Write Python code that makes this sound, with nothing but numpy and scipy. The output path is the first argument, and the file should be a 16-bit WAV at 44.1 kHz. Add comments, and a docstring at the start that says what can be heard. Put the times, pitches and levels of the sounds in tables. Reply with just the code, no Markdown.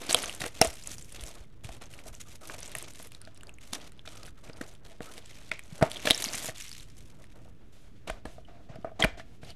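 """Thin shrink film is picked, ripped and crumpled off a sealed cardboard box, close to a small microphone.
The film buckles: large creases snap singly, and countless tiny ones merge into a rustle.
Tugs and knocks excite the air cavity of the box, its walls flex with soft thumps, and fingertips
rub and squeak by stick-slip friction. At last the bare lid is eased open, over a quiet room rumble."""
import sys
import numpy as np
from scipy import signal
from scipy.fft import rfft, irfft, next_fast_len
from scipy.io import wavfile
from scipy.ndimage import uniform_filter1d

SR = 44100
rng = np.random.default_rng(int(sys.argv[2]) if len(sys.argv) > 2 else 0)


def bounce(signal):
    """Save signal as a 16-bit WAV file at the path given by the first command-line argument."""
    frames = np.transpose(np.atleast_2d(signal))
    limited = np.clip(frames, -1, 1)
    pcm = np.round(limited * 32767).astype(np.int16)
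    wavfile.write(sys.argv[1], SR, pcm)


N = 421155

# Spectra of the room's rumble and hush, the film's broad folds and fine wrinkles, and rubbed card.
# Each row: frequency in Hz, relative spectral density in dB.
RUMBLE_SPECTRUM = [(13, -31.5), (22, 1), (27, 4), (43, -1), (123, -2), (141, -6), (173, -7.5), (190, -9),
                   (257, -10.5), (293, -13), (500, -19), (650, -42), (1100, -120)]
HUSH_SPECTRUM = [(180, -24.5), (300, 4), (511, -14.5), (656, -12), (1410, -5.5), (3700, -13.5),
                 (4370, -35.5), (10700, -24), (16000, -21.5)]
FOLD_SPECTRUM = [(700, -14.5), (1200, -8.5), (2200, -1.5), (3500, -2), (6000, -9), (9000, -14)]
WRINKLE_SPECTRUM = [(3500, -17.5), (6000, 0.5), (8000, -0.5), (10500, -1), (13000, -5), (16000, -26.5)]
CARD_SPECTRUM = [(150, -10), (300, -1), (500, -4), (600, 0), (690, -2), (800, -6.5), (1050, -8.5),
                 (1280, -8.5), (1800, -14), (3000, -22.5)]
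# Finger movements. Each row: start in seconds, length in seconds, initial rustle level in dB,
# its change over the movement in dB, fine treble and card rubbing in dB relative to the rustle.
FINGER_MOVES = [(0, 0.19, -46, -3, -5.5, -2), (0.089, 0.29, -34.5, -16.5, -3, -2),
                (0.399, 0.067, -40.5, -3.5, -2.5, -2), (0.48, 0.12, -64.5, 15, -3.5, -3),
                (0.609, 0.13, -33.5, -22.5, -2, -1), (0.715, 0.22, -60, 8.5, 1, -3.5),
                (0.966, 0.16, -59.5, -3, 0.5, -3), (1.115, 0.2, -56.5, 5.5, 0, -3.5),
                (1.341, 0.089, -62.5, 1, -1, 1.5), (1.634, 0.13, -55, -2, -2, 1),
                (1.809, 0.076, -48, -18.5, -4, 0), (1.895, 0.11, -61.5, 3, -1, 0),
                (2.031, 0.053, -68.5, 15, 2.5, 1.5), (2.127, 0.046, -55, -12, 2, 2),
                (2.197, 0.03, -49.5, -8.5, 0, -4), (2.249, 0.11, -65, 8.5, 1, 1),
                (2.406, 0.14, -57, 6.5, -1, 0), (2.576, 0.27, -50, -3, -5, -1.5),
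                (2.87, 0.046, -51.5, -11.5, 1, 0), (2.94, 0.13, -56.5, -0.5, 1, -8),
                (3.105, 0.067, -63, 0, -3, -1.5), (3.2, 0.18, -66, -3, -10, 0.5),
                (3.382, 0.12, -76, 8, -3, 9.5), (3.606, 0.14, -58.5, -1, -1.5, -5.5),
                (3.727, 0.048, -38, -13, -4.5, -4.5), (3.777, 0.094, -60, 7.5, -8, -1.5),
                (3.9, 0.099, -73, 4, -14, 4.5), (4.051, 0.23, -54.5, -2.5, -4.5, -3),
                (4.37, 0.068, -62, -15, -4, 2), (4.428, 0.062, -58, 2, -7, 2),
                (4.526, 0.059, -71, 9, -6, 8), (4.605, 0.14, -55.5, -9.5, -2, 2.5),
                (4.844, 0.11, -58, -6, -6, 2.5), (5.013, 0.17, -55.5, 1, -1, 0),
                (5.193, 0.3, -59.5, 0, -5, -4), (5.51, 0.13, -48.5, -21, -13, -4),
                (5.641, 0.15, -69, 16.5, -2.5, -2.5), (5.813, 0.09, -40, -22, -7, 11),
                (5.893, 0.17, -51.5, 4, -5.5, -2.5), (6.049, 0.15, -34, -9.5, -6, -8),
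                (6.197, 0.3, -42, -2.5, 0, -5.5), (6.543, 0.29, -47, -10.5, -2.5, -23),
                (6.854, 0.11, -66.5, -1.5, -2.5, -5), (6.967, 0.24, -64.5, -7.5, -1.5, 1),
                (7.206, 0.12, -65, -6, -6, 3), (7.35, 0.16, -69, -12, 0.5, 4.5),
                (7.72, 0.16, -64.5, -5.5, -4.5, -0.5), (7.954, 0.086, -68.5, -10.5, -16, 0.5),
                (8.07, 0.12, -46.5, -22, -10, 6.5), (8.259, 0.15, -59.5, -10, -4.5, 0.5),
                (8.47, 0.2, -68.5, -6.5, -12, 12), (8.686, 0.14, -60.5, -13, -23.5, 11),
                (8.842, 0.057, -66, -13, -18, 23.5), (8.952, 0.044, -70.5, -0.5, -12.5, 11),
                (8.992, 0.16, -35.5, -32.5, -18, 8), (9.17, 0.045, -52, -7, -10.5, 1.5),
                (9.248, 0.11, -72, 4, -4.5, 0.5), (9.413, 0.094, -61, 5, -9.5, 0.5)]
# Levels between movements: rustle, fine treble and card rubbing, each in dB.
RESTING_DB = [-75.5, -83, -69.5]
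# Tugs and knocks on the box. Each row: start in seconds, peak level of the cavity ring in dB,
# peak of the card's crack in dB relative to the ring.
BOX_KNOCKS = [(.092, -28, -4), (.108, -29, 2), (.145, -19, -10), (.236, -29.5, 3.5), (0.416, -35, 1),
              (.439, -28.5, 5), (.462, -28.5, 3.5), (.614, -7, -3), (.648, -24.5, 0.5), (1.69, -36.5, 1),
              (2.061, -39, -18), (2.498, -43, 12), (2.54, -39, -2), (2.751, -34, 7), (2.998, -41, 1.5),
              (3.06, -41.5, -7), (3.274, -41.5, 3.5), (3.729, -41, 0), (4.075, -38, 3), (4.497, -33, -5),
              (4.612, -31, 2.5), (5.005, -28.5, -14), (5.178, -41.5, 3), (5.515, -35, 14),
              (5.811, -26, -15), (5.825, -7, -9), (6.054, -28, 4), (6.072, -18, 6.5), (6.107, -15.5, 1.5),
              (6.344, -33, 6.5), (6.443, -31.5, 2.5), (6.486, -28.5, -4), (7.413, -53.5, -14.5),
              (7.455, -49.5, -15), (7.479, -45, -15), (8.098, -24.5, 0), (8.253, -27.5, -7.5),
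              (8.381, -38.5, -28), (8.757, -35.5, -7), (8.845, -22.5, -38), (8.916, -37.5, -18),
              (8.996, -24, -13), (9.012, -22.5, -18), (9.039, -18.5, 10), (9.047, -14.5, -3),
              (9.197, -37.5, 2.5), (9.431, -38.5, -3.5)]
# Modes of the air in the box. Each row: frequency in Hz, relative level in dB, 60 dB decay time in seconds.
CAVITY_MODES = [(310, -14, .035), (490, -9, .055), (645, 0, .055), (720, -8, .045), (1200, -13, .03)]
# Creases that stand out as single snaps or ticks, first in the film, later in the lid.
# Each row: start in seconds, peak level of the body in dB, centre frequency in Hz,
# treble spit in dB relative to the body.
CREASE_SNAPS = [(.0943, -19, 4500, -18), (.099, -24.5, 4640, -12), (.1093, -16, 4300, -2),
                (.1283, -12, 7600, -5), (.1454, -1.5, 3440, -5), (.1543, -23.5, 3460, -24),
                (.2288, -25, 9500, -12), (.2414, -23, 3220, -1.5), (.2582, -24.5, 6170, -11),
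                (.2954, -23.5, 2830, -7), (.349, -30.5, 9950, 4), (.4056, -23, 3860, -6),
                (.4171, -22, 1930, -6), (.4426, -27, 1980, -17), (.4634, -25.5, 8300, -11),
                (.6148, 3, 5620, -5), (.6237, -14, 2740, -15), (.647, -21.5, 9860, 4.5),
                (.6725, -23.5, 7200, -6), (.7393, -36, 8200, -10), (.8249, -35, 4800, -14),
                (.8373, -33, 7100, -15), (.873, -23.5, 7700, -4.5), (.9143, -29.5, 6890, -12),
                (.9474, -38, 6900, -6), (.9825, -30.5, 5740, -6), (1.0245, -33, 7440, -24),
                (1.1238, -33, 9170, -11), (1.1956, -34, 3370, -18), (1.237, -27.5, 3240, 0),
                (1.2644, -34, 6980, -23), (1.6458, -34.5, 2660, -1.5), (1.6907, -36, 1760, -11),
                (1.8211, -41, 1570, -1), (1.8576, -41, 6300, -15), (1.9378, -34.5, 2780, -4),
                (1.99, -36.5, 2240, -10), (2.1503, -34, 6700, -9), (2.2133, -31.5, 6800, -13),
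                (2.4736, -32.5, 10600, -5), (2.4981, -31.5, 1450, -28), (2.5412, -36, 2740, -3),
                (2.6043, -31, 9730, -10), (2.6294, -29.5, 6000, -9), (2.6588, -30, 6060, -8),
                (2.6776, -33, 7800, -9), (2.7165, -32.5, 10340, -12), (2.7513, -24, 2250, -0.5),
                (2.7705, -31, 10600, -7), (2.7843, -23.5, 9800, -12), (2.8253, -31.5, 8500, 0.5),
                (2.9354, -41.5, 4300, 5), (3.027, -32, 11020, -13), (3.0712, -34, 11100, -13),
                (3.1188, -38.5, 2580, 0), (3.1483, -34, 4130, -5), (3.2155, -35, 4050, 0.5),
                (3.251, -40.5, 4330, -9), (3.3464, -48, 6960, -1), (3.3746, -42, 4970, -0.5),
                (3.409, -39.5, 2950, -8), (3.4332, -36.5, 1490, 2), (3.47, -39, 4560, -5),
                (3.4933, -35.5, 2610, -6), (3.5404, -43, 6750, -13), (3.585, -40.5, 2230, -8),
                (3.7328, -19.5, 3120, -6), (3.7491, -26, 5580, -5), (3.92, -44, 1800, 1.5),
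                (3.9935, -36, 3450, -24), (4.0535, -42, 1520, -11), (4.0761, -34.5, 3790, -13),
                (4.232, -36, 4640, -8), (4.2509, -40, 2540, -5), (4.2674, -39, 10100, -17),
                (4.2803, -39, 1470, -13), (4.5322, -40, 4750, -20), (4.6135, -29.5, 1640, -8),
                (4.7376, -50, 3400, 1.5), (4.7507, -43, 3450, -5), (5.0064, -31, 1510, -18.5),
                (5.1796, -31, 3830, -5), (5.2594, -41, 7850, -25), (5.5167, -17, 2240, -18.5),
                (5.5259, -32, 2400, -34), (5.5925, -29, 2410, -5.5), (5.6366, -42.5, 6900, -13),
                (5.7794, -41, 3170, 3), (5.8129, -27, 1490, -15), (5.8283, -19, 1410, -10),
                (5.9156, -22, 3400, -5), (5.9597, -29.5, 3320, -25), (5.9693, -26, 3200, -17),
                (6.056, -24.5, 3490, -7), (6.0737, -14, 3320, -24), (6.0864, -26.5, 3060, -17),
                (6.1025, -11.5, 2740, -10), (6.1082, 2, 3730, -10.5), (6.1161, -14.5, 3840, -21),
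                (6.1464, -19, 5450, -14), (6.177, -24.5, 7540, -17), (6.2254, -24, 4000, -14),
                (6.2412, -16, 5800, -14), (6.2583, -23, 4180, -8), (6.2877, -22.5, 4680, -22),
                (6.3329, -22, 5700, -6), (6.3522, -20, 7300, -7), (6.3824, -23, 5210, -3),
                (6.4452, -26, 3430, -1), (6.4946, -26, 1850, -10), (6.5607, -36, 3500, -15),
                (6.6215, -31, 5900, -15), (6.6808, -35, 5680, -16), (6.7154, -29.5, 4370, -4.5),
                (6.7286, -31.5, 5220, -11), (6.7651, -39, 3700, -17), (6.7987, -37, 3900, -18),
                (6.9, -46, 5410, -9), (6.968, -46.5, 5940, -6.5), (7.025, -47, 6000, -7),
                (7.241, -44, 1993, -5), (8.0754, -33, 2600, -5), (8.0994, -27.5, 1570, -8.5),
                (8.2548, -35, 1716, -9), (8.45, -50.5, 3000, -22), (8.756, -47.5, 5010, -6),
                (8.813, -58, 4960, -6), (8.827, -55, 3000, -13), (8.8461, -35.5, 1510, -25),
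                (9.0031, -26.5, 7190, -12), (9.0236, -13.5, 3230, -25), (9.025, -15.5, 2070, -14),
                (9.0442, -12, 2330, -10.5), (9.2012, -41, 1744, -14), (9.435, -46.5, 2400, -4.5),
                (9.447, -45, 4000, -7), (9.5039, -36, 4200, -8.5)]
# Palm or table meeting the large walls. Each row: start in seconds, peak level in dB, frequency in Hz.
WALL_THUMPS = [(0.146, -42, 86), (0.409, -35.5, 133), (0.613, -38, 54), (0.668, -33, 59),
               (1.224, -35, 47.7), (1.401, -42, 59), (1.647, -33.5, 108), (1.692, -39, 52.4),
               (1.928, -43, 117), (2.057, -45, 43), (2.112, -41, 53.7), (2.539, -46.5, 113),
               (2.761, -41, 132), (3.727, -36, 231), (4.488, -46, 141), (4.61, -27.5, 264),
               (5.003, -43.5, 146), (5.724, -34, 152), (5.822, -15, 140), (6.051, -27.5, 267),
               (6.106, -20.5, 266), (6.265, -33.5, 225), (6.491, -36.5, 118), (8.104, -34, 37),
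               (8.258, -40, 59), (8.697, -37, 138.5), (8.756, -42.5, 129), (8.786, -37, 200),
               (9.0, -33, 134), (9.04, -20, 193), (9.045, -25.5, 42), (9.13, -43, 44.8), (9.43, -41, 140)]
# Squeaky fingertip rubs. Each row: start in seconds, length in seconds, pitch in Hz, level in dB.
FINGER_SQUEAKS = [(1.808, 0.033, 1480, -57), (2.25, .05, 1250, -61.5), (2.408, 0.064, 1300, -52),
                  (3.201, 0.1, 1400, -66), (4.102, 0.22, 1270, -61.5), (4.362, 0.033, 1345, -62.5),
                  (4.62, 0.13, 680, -62), (4.851, 0.12, 680, -60), (5.022, 0.1, 1280, -56),
                  (5.522, 0.046, 2300, -52), (9.181, .04, 1960, -55), (9.468, 0.065, 2950, -54),
                  (9.477, 0.044, 4700, -59)]

FILM_GONE_S, LID_LIFTS_S = 7.55, 8.2


def undb(db):
    """Amplitude ratio of a level in dB."""
    return 10 ** (np.asarray(db) / 20)


def unit(x):
    """Scale to rms 1."""
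    return x / np.sqrt(np.mean(x ** 2))


def peak(x, db):
    """Scale to a peak level."""
    return x * undb(db) / np.abs(x).max()


def add(out, start_s, x):
    """Superpose x on out from start_s."""
    i = max(int(start_s * SR), 0)
    out[i:i + len(x)] += x[:N - i]


def decay(t, t60):
    """Exponential damping, 60 dB in t60 seconds."""
    return 1000. ** (-t / t60)


def band(x, hz, width_hz):
    """Two-pole resonance with gain 1 at the centre."""
    hz = min(hz, .4 * SR)
    return signal.lfilter(*signal.iirpeak(hz, hz / width_hz, SR), x)


def steep_band(x, hz, width_hz):
    """Two equal resonances in cascade."""
    return band(band(x, hz, width_hz), hz, width_hz)


def colour(x, spectrum):
    """Spectral shaping through (Hz, dB) points, scaled to rms 1."""
    hz, db = np.transpose(spectrum)
    size = next_fast_len(len(x))
    bin_hz = np.arange(size // 2 + 1) * SR / size + 1
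    gain = undb(np.interp(np.log(bin_hz), np.log(hz), db, -90, -90))
    return unit(irfft(rfft(x, size) * gain, size)[:len(x)])


def wander(per_s):
    """Random modulation: ramps between per_s values a second, standard deviation near 0.7."""
    hold = int(SR / per_s)
    steps = np.repeat(rng.standard_normal(N // hold + 1), hold)
    return 0.83 * uniform_filter1d(steps, hold)[:N]


def room_noise(rumble_db=-54, hush_db=-73.5):
    """Ambient noise: a low rumble with slow amplitude modulation, and a faint steady hush."""
    rumble = colour(rng.standard_normal(N), RUMBLE_SPECTRUM) * undb(rumble_db + 1.5 * wander(6))
    hush = colour(rng.standard_normal(N), HUSH_SPECTRUM) * undb(hush_db)
    return rumble + hush


def finger_levels(attack_s=0.0076, release_s=0.018):
    """Incoherent sounds add in power: the movements sum to rustle, treble and rubbing envelopes in dB."""
    power = np.zeros((3, N)) + undb(RESTING_DB)[:, None] ** 2
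    for start, length, db, change_db, fine_db, card_db in FINGER_MOVES:
        t = np.arange(int((length + 4 * release_s) * SR)) / SR
        attack = np.minimum(t / attack_s, 1)
        release = np.exp(-np.maximum(t - length, 0) / release_s)
        envelope = undb(db + change_db * np.minimum(t / length, 1)) * attack * release
        for layer, share_db in zip(power, (0, fine_db, card_db)):
            add(layer, start, (envelope * undb(share_db)) ** 2)
    return 10 * np.log10(power)


def crackle(per_s, spread_db, t60, hiss_db):
    """A Poisson process: tiny buckles or slips of uneven size, each a damped noise, over sliding hiss."""
    sizes = undb(np.minimum(spread_db * rng.exponential(size=N), 14))
    impulses = (rng.random(N) < per_s / SR) * sizes
    envelope = signal.lfilter([1], [1, -decay(1 / SR, t60)], impulses)
    return (unit(envelope) + undb(hiss_db)) * rng.standard_normal(N)


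def shifting_patches(x, centres_hz, depth):
    """Patches of film radiate in turn, so each band is modulated independently."""
    return unit(sum(band(x, hz, 0.67 * hz) * undb(depth * wander(30)) for hz in centres_hz))


def rustle(rustle_db, fine_db):
    """Folds and wrinkles buckle, partly together; with the film off, skin slides with smooth friction."""
    shared = crackle(per_s=140, spread_db=1, t60=0.015, hiss_db=-5)
    folds = shared + 0.62 * crackle(per_s=200, spread_db=0.5, t60=0.015, hiss_db=-5.5)
    wrinkles = shared + 0.27 * crackle(per_s=310, spread_db=1, t60=0.007, hiss_db=-2)
    bare = np.arange(N) > FILM_GONE_S * SR
    folds, wrinkles = (np.where(bare, rng.standard_normal(N), unit(x)) for x in (folds, wrinkles))
    folds = colour(shifting_patches(folds, [1200, 2200, 3520, 5650], depth=2), FOLD_SPECTRUM)
    wrinkles = colour(shifting_patches(wrinkles, [6000, 8100, 12100, 16000], depth=4), WRINKLE_SPECTRUM)
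    jerks_db = wander(40)
    return folds * undb(rustle_db + jerks_db) + wrinkles * undb(fine_db + jerks_db)


def card_rubbing(card_db, cavity_hz=680, width_hz=137, cavity_db=-5):
    """Friction: skin slips on card in small jerks, which drive a cavity resonance once the lid lifts."""
    slips = crackle(per_s=90, spread_db=5, t60=0.093, hiss_db=0)
    cavity = unit(band(band(slips, cavity_hz, width_hz), cavity_hz, 2 * width_hz))
    lid_open = np.arange(N) > LID_LIFTS_S * SR
    rubbing = colour(slips, CARD_SPECTRUM) + undb(cavity_db) * cavity * lid_open
    return rubbing * undb(card_db + 2.1 * wander(20))


def cavity_response(t, scatter_db=2.5, detune=.015):
    """A sum of damped normal modes; each blow lands elsewhere and weights them anew."""
    response = np.zeros(len(t))
    for hz, db, t60 in CAVITY_MODES:
        level_draw, pitch_draw = rng.standard_normal(2)
        mode = np.sin(2 * np.pi * hz * (1 + detune * pitch_draw) * t)
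        response += undb(db + scatter_db * level_draw) * mode * decay(t, t60)
    return response


def box_knocks(contact_s=.0035, crack_t60=0.022):
    """Impact excitation: a short rough push rings the air cavity, and the stiff card cracks drily."""
    out, t = np.zeros(N), np.arange(5000) / SR
    push_t = t[:900]
    progress = push_t / contact_s
    for start, db, crack_db in BOX_KNOCKS:
        push = progress * np.exp(-3 * progress) * (rng.standard_normal(len(push_t)) + 0.44)
        ring = signal.fftconvolve(push, cavity_response(t))
        add(out, start, peak(band(ring, 700, 1800), db))
        grit = 0.6 * rng.standard_normal(len(push_t)) * decay(push_t, crack_t60)
        crack = steep_band(push + grit * np.abs(push).max(), 1600, 1800)
        add(out, start, peak(crack, db + crack_db))
    return out


def crease_snaps(creases, film_t60=0.0065, lid_t60=0.015, flutter_db=-26):
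    """Snap-through buckling: each crease emits a coloured crack, then its neighbours flutter on."""
    out, t = np.zeros(N), np.arange(2600) / SR
    for start, db, hz, spit_db in creases:
        t60 = (film_t60 if start < FILM_GONE_S else lid_t60) * np.exp(0.19 * rng.standard_normal())
        flutter = undb(flutter_db) * decay(t, 6.4 * t60)
        attack = 1 - np.exp(-t / (0.019 * t60))
        envelope = attack * (decay(t, t60) + flutter)
        crack = rng.standard_normal(len(t)) * envelope
        # a crack with little spit comes from a taut or thick spot: it rings narrower, nearly a ping
        q = 1.6 * undb(-.4 * spit_db)
        resonance = np.sqrt(q) * steep_band(crack, hz, hz / q)
        ping = undb(-12.5 - .6 * spit_db) * np.sin(2 * np.pi * hz * t) * envelope
        broadband = undb(-3 + .6 * spit_db) * band(crack, 1900, 3500)
        body = resonance + ping + broadband
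        spit = steep_band(crack, 8500, 5000)
        add(out, start, peak(body, db) + peak(spit, db + spit_db))
    return signal.sosfilt(signal.butter(4, 12000, fs=SR, output="sos"), out)


def small_creases(rustle_db, per_s=20, above_rustle_db=5.5, spread_db=3.5):
    """Random buckling while the film is on: small snaps whose strength follows the rustle."""
    when, size, tone, spit = rng.random((int(per_s * FILM_GONE_S), 4)).T
    starts = when * FILM_GONE_S
    excess_db = np.minimum(-spread_db * np.log(1 - size), 8)
    levels_db = rustle_db[(starts * SR).astype(int)] + above_rustle_db + excess_db
    return crease_snaps(zip(starts, levels_db, 1500 * 6.5 ** tone, -16 * spit))


def reverberation(x, t60=0.31, gap_s=.004, wet_db=-24):
    """Diffuse reflections in a small furnished room: a dull, decaying tail after a short gap."""
    t = np.arange(int(.4 * SR)) / SR
    tail = band(rng.standard_normal(len(t)), 1000, 2700) * decay(t, t60) * (t > gap_s)
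    tail /= np.sqrt(np.sum(tail ** 2))
    return signal.fftconvolve(x, tail)[:N] * undb(wet_db)


def wall_thumps(t60_cycles=4.5, rise_s=.004):
    """Flexural vibration of a wall, heavily damped by the hands; little radiates far below its pitch."""
    out, t = np.zeros(N), np.arange(9000) / SR
    attack = 1 - np.exp(-t / rise_s)
    for start, db, hz in WALL_THUMPS:
        flex = np.sin(2 * np.pi * hz * t) * decay(t, t60_cycles / hz) * attack
        add(out, start, peak(band(flex, hz, 2.5 * hz), db))
    return out


def finger_squeaks(q=5.6):
    """Stick-slip friction of skin: a narrow, unsteady resonance swells and fades."""
    out = np.zeros(N)
    for start, length, hz, db in FINGER_SQUEAKS:
        friction = rng.standard_normal(int(length * SR))
        tone = band(band(friction, hz, hz / q), hz, 2 * hz / q)
        swell = np.sqrt(np.hanning(len(tone)))
        add(out, start, unit(tone) * swell * undb(db))
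    return out * undb(3.5 * wander(60))


def scene():
    """Superposition of all sources in one channel; only snaps and knocks reverberate."""
    rustle_db, fine_db, card_db = finger_levels()
    hits = crease_snaps(CREASE_SNAPS) + box_knocks() + small_creases(rustle_db)
    handling = rustle(rustle_db, fine_db) + card_rubbing(card_db) + finger_squeaks()
    return (hits + reverberation(hits) + wall_thumps() + handling + room_noise())[None]


def record(dry, capsule_hz=13600, full_scale=.6, dc_offset=.0055, cutoff_hz=16000):
    """Transduction: the capsule dulls the treble; the converter clips, sits off zero and limits the band."""
    dull = signal.sosfilt(signal.butter(2, capsule_hz, fs=SR, output="sos"), dry)
    clipped = np.clip(dull, -full_scale, full_scale) + dc_offset
    return signal.sosfilt(signal.ellip(10, .2, 80, cutoff_hz, fs=SR, output="sos"), clipped)


dry = scene()
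out = record(dry)
bounce(out)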